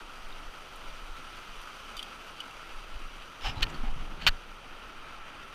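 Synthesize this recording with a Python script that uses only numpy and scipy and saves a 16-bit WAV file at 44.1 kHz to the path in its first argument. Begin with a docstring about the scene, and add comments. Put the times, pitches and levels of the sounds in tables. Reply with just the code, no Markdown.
"""A stony mountain stream heard from the bank through a small camera in a plastic case worn on the body.
The rush is flickering bands of noise and splash grains, coloured by the resonances of the case.
Air and body movement rumble far below it, as slow noise swings and single pressure lumps.
Ticks of fishing tackle and one watery plip are short decaying rings; later something rubs, bumps and
scrapes against the case, made of clicks, slips and swings that ring its wall and shell."""
import sys
import numpy as np
from scipy import signal
from scipy.fft import next_fast_len
from scipy.io import wavfile
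from scipy.ndimage import uniform_filter1d

SR = 44100
rng = np.random.default_rng(int(sys.argv[2]) if len(sys.argv) > 2 else 0)


def dump(signal):
    """Clip the signal to [-1, 1] and save it as 16-bit WAV at the path in sys.argv[1]."""
    limited = np.clip(np.atleast_2d(signal).T, -1, 1)
    pcm = np.round(limited * 32767).astype(np.int16)
    wavfile.write(sys.argv[1], SR, pcm)


def gain_from_decibels(decibels):
    """Convert decibel values to linear amplitude factors."""
    exponent = np.asarray(decibels, float) / 20
    return 10 ** exponent


N = 244310


def rms_one(x):
    """Scale to an rms of one."""
    return x / np.sqrt(np.mean(x ** 2) + 1e-20)


def in_time(rows):
    """Each column after the time as a value per sample."""
    s, *columns = np.transpose(rows)
    return [np.interp(np.arange(N) / SR, s, c) for c in columns]


def add_at(out, s, sound):
    """Mix a short sound into out, starting at s seconds."""
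    out[round(s * SR):][:len(sound)] += sound


def low_pass(x, order, hz):
    """Butterworth low-pass."""
    return signal.sosfilt(signal.butter(order, hz, fs=SR, output="sos"), x)


def band(x, low_hz, high_hz):
    """Butterworth band-pass."""
    sos = signal.butter(2, [low_hz, min(high_hz, 0.45 * SR)], "band", fs=SR, output="sos")
    return signal.sosfilt(sos, x)


def drift(rate_hz):
    """Slow random wander of rms one, made at a fortieth of the sample rate."""
    r = np.exp(-80 * np.pi * rate_hz / SR)
    noise = rng.standard_normal(N // 40 + 2002)
    slow = signal.lfilter([1], [1, -2 * r, r * r], noise)[2000:]   # drop the filter's start
    return np.interp(np.arange(N) / 40, np.arange(len(slow)), rms_one(slow))


def grains(per_s, spread_db, size=N):
    """Random clicks of uneven strength and sign."""
    strength = gain_from_decibels(spread_db * np.minimum(rng.exponential(1, size), 4))
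    strength = strength * rng.choice([-1, 1], size)
    return strength * (rng.random(size) < per_s / SR) + 1e-18


def resonance(x, hz, width_hz):
    """Two-pole resonance with gain one on top."""
    r = np.exp(-np.pi * width_hz / SR)
    poles = [1, -2 * r * np.cos(2 * np.pi * hz / SR), r * r]
    return signal.lfilter([(1 - r * r) / 2, 0, (r * r - 1) / 2], poles, x)


def through_case(x):
    """Air resonances in front of the microphone lift or dip the sound that passes through the case."""
    # air resonances of the case: f/Hz, width/Hz, boost/dB
    air_modes = [(1325, 114, 9), (2450, 560, 2.5), (3100, 1080, 6.5), (4470, 200, 3), (4720, 73, 7.5),
                 (5850, 360, 5), (7630, 700, -4.5), (8840, 460, 4), (9500, 380, 2.5), (11000, 430, 2.5),
                 (14100, 530, 1)]
    for hz, width_hz, boost_db in air_modes:
        x = x + (gain_from_decibels(boost_db) - 1) * resonance(x, hz, width_hz)
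    return x


def through_shell(x):
    """Contact also travels in the plastic and rings its low modes."""
    # low modes of the shell: f/Hz, width/Hz, level/dB
    shell_modes = [(58.4, 34, 9.5), (110, 124, 3), (230, 40, 2), (800, 900, -3)]
    return sum(gain_from_decibels(db) * resonance(x, hz, width_hz) for hz, width_hz, db in shell_modes)


def wall(x):
    """Contact rings the case wall at modes that snaps and scrapes share."""
    # rings of the wall: f/Hz, width/Hz, level/dB
    wall_modes = [(1820, 28, -6), (2450, 130, -9.5), (2910, 380, -1), (3540, 300, -14)]
    return sum(gain_from_decibels(db) * resonance(x, hz, width_hz) for hz, width_hz, db in wall_modes)


def crack(hz, size):
    """Noise that spreads upward from a pitch."""
    noise = band(rng.standard_normal(size), 0.8 * hz, min(3.5 * hz, 13000))
    return rms_one(through_case(noise))


def struck(t, db, t60):
    """A quick swell, then an even decay."""
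    return gain_from_decibels(db - 60 * t / t60) * (1 - np.exp(-t / (0.036 * t60)))


def rumble():
    """Slow pressure swings on the port, falling steeply above 30 Hz; the gusts set their size."""
    # gusts on the port: t/s, level before the last low-pass/dB
    gusts = [(0.0, -33), (0.13, -47), (0.29, -36.5), (0.42, -48), (0.7, -53), (0.86, -44), (1.25, -51.5),
             (1.42, -55.5), (1.85, -47.5), (2.3, -52), (2.68, -50), (2.95, -36.5), (3.38, -57), (3.46, -38),
             (3.68, -42.5), (3.85, -34), (4.27, -41), (4.39, -47), (5.54, -53)]
    flicker_db, flicker_hz = 3.5, 5
    air = low_pass(band(rng.standard_normal(N), 10.7, 36.0), 3, 28.0)
    envelope = np.abs(signal.hilbert(air, next_fast_len(N))[:N])
    air = air / (0.64 * air.std() + envelope)   # evens out the noise's own swells
    gust_db = in_time(gusts)[0] + flicker_db * drift(flicker_hz)
    return low_pass(gain_from_decibels(gust_db) * rms_one(air), 2, 45.0)


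def lumps():
    """Each lone pressure lump bulges the membrane once each way."""
    # pressure lumps: middle t/s, peak level/dB, half-width/s (outward first; negative if inward first)
    bulges = [(0.266, -32.5, 0.015), (.48, -33.5, .011), (.603, -45, .011), (1.035, -37, 0.01),
              (1.115, -33, 0.0098), (1.513, -41, .011), (1.59, -39.5, 0.011), (1.987, -40, 0.0091),
              (2.76, -38.5, 0.016), (2.96, -29, -0.0068), (3.457, -29.5, 0.0059), (3.484, -31, .006),
              (3.917, -25.5, 0.015), (4.0, -33, .012)]
    out, t = np.zeros(N), np.arange(N) / SR
    for s, db, half_s in bulges:
        u = (t - s) / half_s
        out -= gain_from_decibels(db) * u * np.exp((1 - u ** 2) / 2)
    return out


def pushes():
    """A blow pushes the whole case: the membrane swings inward first and dies within a few cycles."""
    # blows: t/s, level at the start of the decay/dB, swing f/Hz, t60/s
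    blows = [(3.619, -19, 32.5, 0.16), (4.287, -17.5, 19.7, 0.26)]
    out, t = np.zeros(N), np.arange(SR // 2) / SR
    for s, db, hz, t60 in blows:
        add_at(out, s, -gain_from_decibels(db - 60 * t / t60) * np.sin(2 * np.pi * hz * t))
    return out


def thumps():
    """A soft blow on the shell swells in a few milliseconds and dies in about 60 ms."""
    # soft blows: t/s, level before swell and decay/dB, f/Hz
    soft_blows = [(3.486, -27, 110), (3.569, -25.5, 89), (3.614, -27, 135), (3.664, -33, 110),
                  (3.833, -28, 233), (3.888, -39, 91.5), (3.962, -30, 124), (4.06, -36, 65),
                  (4.222, -34, 170), (4.263, -27.5, 126), (4.3, -31, 85), (4.345, -34, 60)]
    t60, swell_s = 0.061, 0.0029
    out, t = np.zeros(N), np.arange(SR // 8) / SR
    for s, db, hz in soft_blows:
        envelope = gain_from_decibels(db - 60 * t / t60) * (1 - np.exp(-t / swell_s))
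        add_at(out, s, envelope * np.sin(2 * np.pi * hz * t))
    return out


def jostle():
    """Clumped dull bumps ring the shell as the case is jostled, with a rustle of cloth on it."""
    # jostling: t/s, dull shuffle level/dB, cloth rustle level/dB
    moves = [(3.36, -79, -79), (3.462, -42.5, -45), (3.53, -44, -56), (3.62, -43, -40.5),
             (3.672, -42, -57.5), (3.81, -44.5, -50.5), (3.93, -48.5, -64), (4.162, -49, -56),
             (4.3, -44.5, -43), (4.44, -82, -109)]
    before, after = (moves[0][0] - 0.02, -90, -90), (moves[-1][0] + 0.02, -90, -90)
    shuffle_db, rustle_db = in_time([before, *moves, after])
    bumps = through_shell(grains(700.0 * gain_from_decibels(3.0 * drift(12.0)), 2.8))
    shuffle = rms_one(low_pass(bumps, 2, 1100.0))   # soft contact
    rubs = grains(2000.0 * gain_from_decibels(8.1 * drift(18.0)), 0.5)
    rustle = rms_one(through_case(band(rubs, 500.0, 2140.0)))
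    return gain_from_decibels(shuffle_db) * shuffle + gain_from_decibels(rustle_db) * rustle


def snaps():
    """A hard contact is a click between two weaker ones, kept in its band while the wall rings briefly."""
    # hard contacts: t/s, peak level/dB, lowest f/Hz, highest f/Hz
    contacts = [(3.4105, -40, 2000, 6000), (3.4505, -32, 1500, 5000), (3.496, -29, 600, 4500),
                (3.6085, -30, 2600, 6000), (3.6688, -26, 500, 2800), (4.2662, -4.5, 500, 4000)]
    out, click = np.zeros(N), np.zeros(SR // 20)
    click[[0, 23, 60]] = -0.6, 1, 0.3   # samples
    for s, db, low_hz, high_hz in contacts:
        ringing = band(click + gain_from_decibels(8.0) * wall(click), low_hz, high_hz)
        body = band(ringing, 0.7 * low_hz, 1.4 * high_hz) + gain_from_decibels(-34.0) * click
        add_at(out, s, gain_from_decibels(db) * body / np.abs(body).max())
    return out


def scrapes():
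    """Dense uneven slips ring the wall and two resonances of their own, with a thin hiss on top."""
    # scrapes: start t/s, rms level/dB, length/s, low ring f/Hz, low ring level/dB, top ring f/Hz
    strokes = [(3.405, -50, 0.054, 1000, -1, 5240), (3.432, -37, .1, 780, 7, 5220),
               (3.551, -48.5, 0.078, 900, 9, 4000), (3.6204, -26, 0.025, 1360, -4, 4340),
               (3.687, -54, 0.033, 7350, 8., 7900), (3.733, -47, 0.046, 1300, 9.5, 4500),
               (3.83, -48.5, 0.085, 800, 15, 1420), (4.202, -46.5, 0.069, 1500, -1, 4400),
               (4.2646, -20, 0.031, 1515, 2.5, 4410)]
    out, t = np.zeros(N), np.arange(SR // 5) / SR
    for s, db, length, low_hz, low_db, top_hz in strokes:
        swell, fall = np.clip([t / (0.33 * length), (length - t) / (0.67 * length)], 0, 1)
        wander = uniform_filter1d(rng.standard_normal(len(t)), round(0.07 * length * SR))
        clumps = gain_from_decibels(1.5 * rms_one(wander))   # slips bunch up
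        slips = grains(10000.0, 2.3, size=len(t)) * clumps * swell ** 0.6 * fall ** 1.06
        low_ring = resonance(resonance(slips, low_hz, 0.18 * low_hz), low_hz, 0.18 * low_hz)
        top_ring = resonance(slips, top_hz, 224.0)
        rings = wall(slips) - gain_from_decibels(low_db) * low_ring - gain_from_decibels(5.0) * top_ring
        body = band(band(rings, 640.0, 4000.0), 300.0, 6500.0)
        body = body + gain_from_decibels(-15.0) * band(band(slips, 500.0, 5200.0), 400.0, 7150.0)
        hiss_db = -28.0 - 92.0 * length   # quick scrapes hiss more
        body = body + gain_from_decibels(hiss_db) * band(slips, 11400.0, 18000.0)
        add_at(out, s, gain_from_decibels(db) * body / np.sqrt(np.sum(body ** 2) / (length * SR)))
    return out


def ticks_and_plip():
    """Ticks of tackle, and one lower watery plip at 1.673 s, ring as short decaying tones with a bright edge."""
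    # ticks and plip: t/s, ring level before swell and decay/dB, f/Hz, t60/s, overtone and crack level re ring/dB
    rows = [(.3247, -36.5, 3700, 0.019, -23), (1.673, -29, 1310, 0.024, -28),
            (1.967, -34.5, 3600, 0.029, -4.5), (1.976, -33.5, 3050, 0.025, -8),
            (1.986, -36.5, 3100, 0.023, -10), (1.993, -21, 3080, 0.015, -20),
            (1.998, -25, 3040, 0.016, -20), (2.0028, -34, 3100, .022, -17),
            (2.0277, -26.5, 3240, 0.021, -10.5), (2.403, -23.5, 2990, 0.028, -16.5),
            (2.477, -50.5, 2520, 0.015, -3), (2.509, -37, 2690, 0.027, -14)]
    overtone_hz, overtone_over_crack_db = 4680, 2.5
    twin_ratio, twin_db = 1.1, -9.5   # a close second mode makes the ring beat
    out, t = np.zeros(N), np.arange(SR // 10) / SR
    overtone = gain_from_decibels(overtone_over_crack_db) * np.sin(2 * np.pi * overtone_hz * t)
    for s, db, hz, t60, edge_db in rows:
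        twin = gain_from_decibels(twin_db) * np.sin(2 * np.pi * twin_ratio * hz * t)
        ring = np.sin(2 * np.pi * hz * t) + twin
        edge = overtone + crack(hz, size=len(t))
        add_at(out, s, struck(t, db, t60) * (ring + gain_from_decibels(edge_db) * edge))
    return out


def splashes():
    """Small bright splashes are short decaying puffs of high noise."""
    # splashes: t/s, level before swell and decay/dB, t60/s
    puffs = [(.286, -56.5, .02), (.756, -53, .06), (1.612, -54, .084)]
    splash_hz = 8500
    out, t = np.zeros(N), np.arange(SR // 10) / SR
    for s, db, t60 in puffs:
        add_at(out, s, struck(t, db, t60) * crack(splash_hz, size=len(t)))
    return out


def stream():
    """Broken water in third-octave bands: far roar plus near splash grains, each band flickering a little."""
    # the stream as the wearer turns: t/s, rush level/dB, extra low roar level/dB, extra spray level/dB
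    flow = [(0.0, -49.5, 1.5, 3), (1.83, -46.5, -1.5, 3.5), (1.98, -47.5, 0, 3), (3.38, -48.5, 0, 2),
            (4.42, -50.5, 2, 2), (4.75, -49, 1, 0.5), (5.278, -47, -1, -1.5), (5.54, -48, 0, 0)]
    # spectrum of the rush: f/Hz, relative level per Hz/dB
    spectrum = [(32, -34), (55, 4.5), (60, -4.5), (479, -3.5), (681, -3.5), (1320, -1.5), (1630, -7),
                (2930, -10.5), (3980, -20), (4800, -20), (15200, -35)]
    rush_db, roar_db, spray_db = in_time(flow)
    hz_points, db_points = np.transpose(spectrum)
    edges_hz = 50 * 2 ** np.arange(0, 8.5, 1 / 3)
    surge = drift(3.0)   # shared by all bands
    water = []
    for _ in range(2):   # neighbouring bands take turns between two waters
        near = rms_one(grains(1500.0 * gain_from_decibels(4.6 * drift(15.0)), 4.1))
        water.append(rng.standard_normal(N) + gain_from_decibels(-3.0) * near)
    out = 0
    for k, (low, high) in enumerate(zip(edges_hz, edges_hz[1:])):
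        hz = np.sqrt(low * high)
        # roar fades out from 700 to 1300 Hz
        facing_db = np.interp(np.log(hz), np.log([700, 1300]), [1, 0]) * roar_db
        # the treble depends on facing the water: spray fades in from 2.5 to 5 kHz
        facing_db = facing_db + np.clip(np.log2(hz / 2500), 0, 1) * spray_db
        level_db = np.interp(np.log(hz), np.log(hz_points), db_points) + facing_db
        flicker_db = 0.065 * surge + 0.85 * drift(11.0)
        out = out + gain_from_decibels(level_db + flicker_db) * band(water[k % 2], low, high)
    cased = through_case(out)
    middle = np.std(band(cased, 1000, 4000))   # the rush level refers to this range
    return gain_from_decibels(rush_db) * cased / middle


def scene():
    """All sources reach one microphone."""
    air = rumble() + lumps()
    contact = pushes() + thumps() + jostle() + snaps() + scrapes()
    water = splashes() + stream()
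    return (air + contact + ticks_and_plip() + water)[None]


def roll_off(x):
    """The treble ends steeply here."""
    return signal.sosfilt(signal.butter(12, 16510, fs=SR, output="sos"), x)


def record(dry):
    """A steep elliptic low-pass cuts the top."""
    cutoff_hz = 15230
    steep = signal.ellip(10, 0.5, 50, cutoff_hz, fs=SR, output="sos")
    mix = signal.sosfilt(steep, dry)
    return roll_off(mix)


dry = scene()
out = record(dry)
dump(out)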